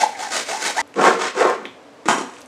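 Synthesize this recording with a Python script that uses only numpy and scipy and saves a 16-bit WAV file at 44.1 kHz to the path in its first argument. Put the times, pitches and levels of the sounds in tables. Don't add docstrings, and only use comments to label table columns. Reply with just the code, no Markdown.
import sys
import numpy as np
from scipy import signal
from scipy.fft import rfft, irfft, next_fast_len
from scipy.io import wavfile

SR = 44100
rng = np.random.default_rng(int(sys.argv[2]) if len(sys.argv) > 2 else 0)


def to_wav(sig):
    pcm = np.clip(np.atleast_2d(sig), -1, 1) * 32767
    pcm = np.round(pcm).astype(np.int16)
    wavfile.write(sys.argv[1], SR, pcm.T)


def natural_amplitude(level_db):
    exponent = np.asarray(level_db, float) / 20
    return 10 ** exponent


N = 109191

# frequency in Hz, density in dB per Hz (relative).
SCRAPE_SPECTRUM = [(350, -44.5), (700, -14.5), (1100, -5.5), (2400, -12.5), (4700, -18.5), (8000, -16.5),
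                   (11000, -34), (15600, -57)]
CATCHES_PER_S = 900


def rms_one(x):
    return x / np.sqrt(np.mean(x ** 2) + 1e-20)


def in_time(rows):
    s, *columns = np.transpose(rows)
    t = np.arange(N) / SR
    inside = (t >= s[0]) & (t <= s[-1])
    return [np.interp(t, s, c) for c in columns] + [inside]


def at_hz(points, hz):
    f, v = np.transpose(points)
    return np.interp(np.log(hz + 1), np.log(f), v)


def colour(x, spectrum):
    size = next_fast_len(2 * N)
    log_gain = at_hz(spectrum, np.arange(size // 2 + 1) * SR / size) * np.log(10) / 20
    cepstrum = irfft(log_gain, size)
    cepstrum[1:size // 2] *= 2
    cepstrum[size // 2 + 1:] = 0
    response = np.exp(rfft(cepstrum))
    return rms_one(irfft(rfft(x, size) * response, size)[:N])


def lowpass(x, order, hz):
    return signal.sosfilt(signal.butter(order, hz, fs=SR, output="sos"), x)


def dull(x):
    return lowpass(x, 3, 9920)


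def drift(rate_hz):
    r = np.exp(-2 * np.pi * rate_hz / SR)
    noise = rng.standard_normal(N + SR)
    return rms_one(signal.lfilter([1], [1, -2 * r, r * r], noise)[SR:])


def resonate(x, hz, width_hz):
    r = np.exp(-np.pi * width_hz / SR)
    poles = [1, -2 * r * np.cos(2 * np.pi * hz / SR), r * r]
    return signal.lfilter([(1 - r * r) / 2, 0, (r * r - 1) / 2], poles, x + 1e-18)


def body(x, peaks):
    return rms_one(sum((-1) ** k * natural_amplitude(db) * resonate(x, hz, width_hz)
                       for k, (hz, width_hz, db) in enumerate(peaks)))


def ring(blows, hz, t60_s):
    r, w = natural_amplitude(-60 / (t60_s * SR)), 2 * np.pi * hz / SR
    return signal.lfilter([0, np.sin(w)], [1, -2 * r * np.cos(w), r * r], blows + 1e-18)


def grains(per_s, spread_db):
    size = natural_amplitude(spread_db * np.minimum(rng.exponential(1, N), 5)) * rng.choice([-1, 1], N)
    return size * (rng.random(N) < per_s / SR)


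def clicks(s, db):
    out = np.zeros(N)
    np.add.at(out, (np.asarray(s) * SR).astype(int), natural_amplitude(np.asarray(db)))
    return out


def judder():
    chatter_db, chatter_hz = 2.5, 70
    return natural_amplitude(chatter_db * drift(chatter_hz))


def rasp(gate, spectrum):
    # frequency in Hz, width in Hz, level in dB.
    blade = [(1499, 46, 24), (2100, 460, 32.5), (5860, 67, -17), (7440, 650, 11)]
    blade_db, teeth_per_s, spread_db = -2, 9000, 1
    grit = grains(teeth_per_s * gate, spread_db) * judder()
    return rms_one(colour(grit, spectrum) + natural_amplitude(blade_db) * dull(body(grit, blade)))


def bone_strokes():
    # time in seconds, rasp in dB (before a 2 dB lift), tooth rate in Hz (before
    # jitter), tooth tone in dB, upper partial in dB (both before flutter).
    strokes = [(0, -27.5, 699.3, -25, -73), (.02, -20.5, 704.5, -19.5, -39), (.038, -25.5, 861.7, -12, -48),
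               (.05, -32, 817, -26.5, -46), (.095, -39.5, 809.6, -36.5, -66), (.17, -46, 790.4, -40, -43),
               (.2, -31, 765.6, -30, -53), (.23, -28.5, 857, -30, -42), (.27, -36.5, 818.4, -37, -38),
               (.3, -39.5, 797, -39, -79), (.33, -25, 697.4, -33, -66), (.365, -21.5, 633.9, -33.5, -74),
               (.41, -29.5, 643.2, -37, -53), (.445, -44.5, 615.6, -48, -53), (.49, -30, 598.1, -33, -55),
               (.515, -24.5, 719.3, -28.5, -48), (.535, -28.5, 839.8, -28, -70),
               (.575, -36, 864.6, -37.5, -56), (.61, -31.5, 860, -37, -59), (.646, -22, 802.5, -45, -31),
               (.7, -26, 829.5, -30.5, -47), (.74, -42.5, 699.3, -75, -55), (.768, -24.5, 680, -29, -37),
               (.785, -29, 851.5, -17, -19), (.803, -20.5, 953.6, -28.5, -26.5),
               (.816, -27.5, 1004, -49, -62)]
    # frequency in Hz, density in dB per Hz (relative).
    rasp_spectrum = [(90, -69), (160, -6), (380, -0.5), (670, 3.5), (1180, 2.5), (2000, 0.5), (3100, -4.5),
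                     (7300, 0), (9500, -8.5), (12000, -25.5), (15600, -35.5)]
    # frequency in Hz, width in Hz, level in dB.
    frame = [(680, 105, 0), (860, 89, 0)]
    rate_jitter, jitter_hz = .045, 250
    flutter_db, flutter_hz = 4, 128
    upper_ratio = 2.12
    frame_db, rasp_lift_db, gate_depth = -7.5, 2, .5

    rasp_db, tooth_hz, tone_db, upper_db, on = in_time(strokes)
    phase = 2 * np.pi * np.cumsum(tooth_hz * (1 + rate_jitter * drift(jitter_hz))) / SR
    tone = natural_amplitude(tone_db) * np.sin(phase) + natural_amplitude(upper_db) * np.sin(upper_ratio * phase)
    tone = tone * np.sqrt(2) * natural_amplitude(flutter_db * drift(flutter_hz))
    frame_tone = natural_amplitude(tone_db + frame_db) * body(grains(CATCHES_PER_S, 0), frame)
    grit = natural_amplitude(rasp_db + rasp_lift_db) * rasp(1 + gate_depth * np.sin(phase), rasp_spectrum)
    return on * (tone + frame_tone + grit)


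def plastic_scrape(soft_catches, mid_db):
    sheen_hz, sheen_follows = 9000, .4
    sing_hz, sing_width_hz, sing_db = 1086, 14, -4
    scrape = rasp(0.6, SCRAPE_SPECTRUM)
    plain = signal.sosfiltfilt(signal.butter(2, sheen_hz, fs=SR, output="sos"), scrape)
    sheen = natural_amplitude(sheen_follows * (mid_db - mid_db.max())) * (scrape - plain)
    return plain + sheen + natural_amplitude(sing_db) * rms_one(resonate(soft_catches, sing_hz, sing_width_hz))


def board_strokes():
    # time in seconds, rasp in dB (before a 1 dB cut), board rumble in dB,
    # board mid in dB, lowest board modes in dB.
    strokes = [(0.95, -53, -65, -73, -52), (0.96, -35, -30.5, -51, -35), (0.984, -31, -18.5, -20.5, -16),
               (1.036, -17.5, -18.5, -14.5, -27.5), (1.1, -20.5, -17, -16.5, -29.5),
               (1.178, -34.5, -28.5, -32, -46), (1.212, -22.5, -40, -31, -46),
               (1.234, -22.5, -27.5, -25, -29.5), (1.286, -25, -32, -40, -45),
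               (1.332, -44.5, -74, -74, -57), (1.352, -34.5, -32.5, -40, -30),
               (1.41, -21.5, -11, -13.5, -61), (1.458, -33.5, -15.5, -17.5, -32),
               (1.492, -28.5, -21.5, -20.5, -52), (1.596, -49, -50, -40, -43.5),
               (1.626, -44, -52, -40.5, -42), (1.644, -47, -37, -35.5, -44), (1.654, -45, -30, -55, -36),
               (1.708, -55, -72, -50, -70), (1.78, -66, -74, -75, -79)]
    # frequency in Hz, width in Hz, level in dB.
    low_modes = [(179.5, 27.5, 1.5), (215, 97, -1.5), (381.4, 37, -1), (433, 23.4, -1), (466.7, 20, 3.5),
                 (522, 41, -2)]
    # frequency in Hz, density in dB per Hz (relative).
    mid_spectrum = [(350, -32), (600, 5), (736, 4.5), (871, 6.5), (1080, 4), (1380, -2), (2690, -19),
                    (5000, -25), (6500, -46), (11000, -120)]
    # frequency in Hz, width in Hz, level in dB.
    mid_rings = [(1052, 23, 12.8), (1370, 28, 17.7), (1530, 320, 4.5), (2430, 47, 3.8)]
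    mid_rings_db, rasp_cut_db = -0.5, 1
    fading_hz, fading_width_hz, fading_db_at_1_s, fading_loss_db_per_s = 754, 32, -2, 20

    rasp_db, low_db, mid_db, lowest_db, on = in_time(strokes)
    catches = grains(CATCHES_PER_S, 0) * judder()
    soft = lowpass(catches, 2, 1800)
    mid = rms_one(colour(catches, mid_spectrum) + natural_amplitude(mid_rings_db) * body(soft, mid_rings))
    fading_db = fading_db_at_1_s - fading_loss_db_per_s * (np.arange(N) / SR - 1)
    mid = mid + on * natural_amplitude(fading_db) * rms_one(resonate(soft, fading_hz, fading_width_hz))
    board = natural_amplitude(low_db) * body(soft, low_modes[2:])
    board = board + natural_amplitude(lowest_db) * body(soft, low_modes[:2])
    board = board + natural_amplitude(mid_db) * mid
    return on * (board + natural_amplitude(rasp_db - rasp_cut_db) * plastic_scrape(soft, mid_db))


def saw_drop():
    # time in seconds, thud in dB (before a low-pass), thud frequency in Hz, crack in dB.
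    bounces = [(2.0564, -13.5, 357, -30), (2.081, -32, 1000, -23.5), (2.0858, 9, 1350, -19),
               (2.102, -15, 890, -28), (2.109, -2, 990, -38), (2.1124, 0, 990, -45),
               (2.128, -14, 1220, -47), (2.136, 0, 1100, -47), (2.181, -8, 418, -27),
               (2.21, -10.5, 360, -35)]
    # frequency in Hz, level in dB (relative), t60 in seconds.
    modes = [(271, -8, 0.08), (374, -7, 0.08), (1076, -14, 0.15), (1260, -9, 0.051), (1635, -10, 0.055),
             (3120, -12.5, 0.057), (5700, -28, 0.066), (5710, -12.5, 0.072), (6800, -30, 0.028),
             (6850, -9.5, 0.032)]
    # frequency in Hz, density in dB per Hz (relative).
    rattle_spectrum = [(71, -56), (120, -49), (260, 5), (375, -7), (599, -5), (663, 11), (1060, 13),
                       (4600, -16.5), (7030, -2.5), (10100, -17), (12500, -34), (15600, -39)]
    thud_t60_cycles, crack_decay_s = 3.75, 0.02
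    modes_db, blow_spread_db, rattle_blow_db = -26.5, 3.3, 5
    rattle_db, rattle_t60_s, rattle_per_s, rattle_spread_db = -14.5, 0.44, 5000, 3.4

    s, thud_db, thud_hz, crack_db = np.transpose(bounces)
    thuds = sum(ring(clicks([a], [db]), hz, thud_t60_cycles / hz)
                for a, db, hz in zip(s, thud_db, thud_hz))
    out = lowpass(thuds, 2, 2500)

    crack_fade = signal.lfilter([1], [1, -np.exp(-1 / (crack_decay_s * SR))], clicks(s, crack_db))
    out = out + crack_fade * dull(colour(rng.standard_normal(N), SCRAPE_SPECTRUM))

    since_s = np.arange(N) / SR - s[2]
    dying = (since_s > 0) * natural_amplitude(rattle_db - 60 * np.maximum(since_s, 0) / rattle_t60_s)
    loose = grains(rattle_per_s, rattle_spread_db)
    for hz, mode_db, t60_s in modes:
        blows = clicks(s, thud_db + rng.normal(0, blow_spread_db, len(s)))
        blows = blows + natural_amplitude(rattle_blow_db) * dying * loose
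        out = out + natural_amplitude(mode_db + modes_db) * dull(dull(ring(blows, hz, t60_s)))
    return out + dying * colour(loose, rattle_spectrum)


def ticks_and_touches():
    # start in seconds, nominal peak in dB, centre in Hz, t60 in seconds.
    snaps = [(0.151, -29, 2060, 0.1), (0.8758, -33.5, 7400, 0.003), (0.9413, -24.5, 1909, 0.004),
             (0.942, -28.5, 6000, 0.0027), (1.4983, -20.5, 6000, 0.017), (1.565, -40, 1260, 0.28),
             (1.6535, -32.5, 3290, 0.17), (1.6544, -32, 7300, 0.0031), (1.6536, -19.5, 2040, 0.015),
             (2.058, -17, 330, 0.12), (2.058, -34, 1960, 0.11), (2.367, -30, 2000, 0.0059),
             (2.407, -34.5, 9000, 0.0046), (2.4165, -29, 5170, 0.0056), (2.4595, -39, 7400, 0.014)]
    width_share = .07
    out = np.zeros(N)
    t = np.arange(N) / SR
    for s, db, hz, t60_s in snaps:
        puff = (t > s) * natural_amplitude(db - 60 * np.maximum(t - s, 0) / t60_s) * rng.standard_normal(N)
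        width_hz = hz * min(width_share / np.sqrt(t60_s), 1)
        snap = resonate(resonate(puff, hz, width_hz), hz, width_hz)
        out = out + snap * np.sqrt(SR / 4 / width_hz)
    return out


def meat_rustle():
    # time in seconds, level in dB.
    handling = [(2.27, -51), (2.33, -45.5), (2.422, -46.5), (2.454, -66), (2.476, -66)]
    db, on = in_time(handling)
    return on * natural_amplitude(db) * colour(grains(1500, 2.9), SCRAPE_SPECTRUM)


def kitchen():
    # frequency in Hz, t60 in seconds.
    decay = [(120, 0.25), (300, 0.43), (1000, 0.23), (3000, 0.4), (8000, 0.17), (15000, 0.45)]
    echo_db, gap_s, low_cut_hz = -5, 0.0017, 180
    t = np.arange(int(.7 * SR)) / SR
    edges_hz = 100 * 2 ** np.arange(0, 7.6, .5)
    echo = np.zeros(len(t))
    for lo, hi in zip(edges_hz, edges_hz[1:]):
        band = signal.butter(2, [lo, hi], "band", fs=SR, output="sos")
        noise = signal.sosfilt(band, rng.standard_normal(len(t)))
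        echo += noise * natural_amplitude(-60 * t / at_hz(decay, np.sqrt(lo * hi)))
    echo = echo * (t > gap_s)
    response = natural_amplitude(echo_db) * echo / np.sqrt(np.sum(echo ** 2))
    response[0] = 1
    response = response / np.sqrt(np.sum(response ** 2))
    return signal.sosfilt(signal.butter(6, low_cut_hz, "high", fs=SR, output="sos"), response)


def room_air():
    # frequency in Hz, density in dB per Hz (relative).
    air_spectrum = [(25, -42), (120, -18), (185, -24), (290, -5), (340, -19.5), (458, -8.5), (632, -12),
                    (743, -13), (2780, -27.5), (7720, -37), (15600, -60)]
    return natural_amplitude(-45.5) * colour(rng.standard_normal(N), air_spectrum)


def scene():
    edit_s = .8165
    room = kitchen()
    first = signal.fftconvolve(bone_strokes(), room)[:N] * (np.arange(N) < edit_s * SR)
    sources = board_strokes() + saw_drop() + ticks_and_touches() + meat_rustle()
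    second = signal.fftconvolve(sources, room)[:N]
    return (first + second + room_air())[None]


def top_cut(x):
    return signal.sosfilt(signal.butter(12, 15700, fs=SR, output="sos"), x)


def record(dry):
    ceiling, low_cut_hz, stop_hz = 1.93, 45, 16300
    x = ceiling * np.tanh(dry / ceiling)
    x = signal.sosfilt(signal.butter(2, low_cut_hz, "high", fs=SR, output="sos"), x)
    x = signal.sosfilt(signal.cheby2(10, 60, stop_hz, fs=SR, output="sos"), x)
    return top_cut(x)


dry = scene()
out = record(dry)
to_wav(out)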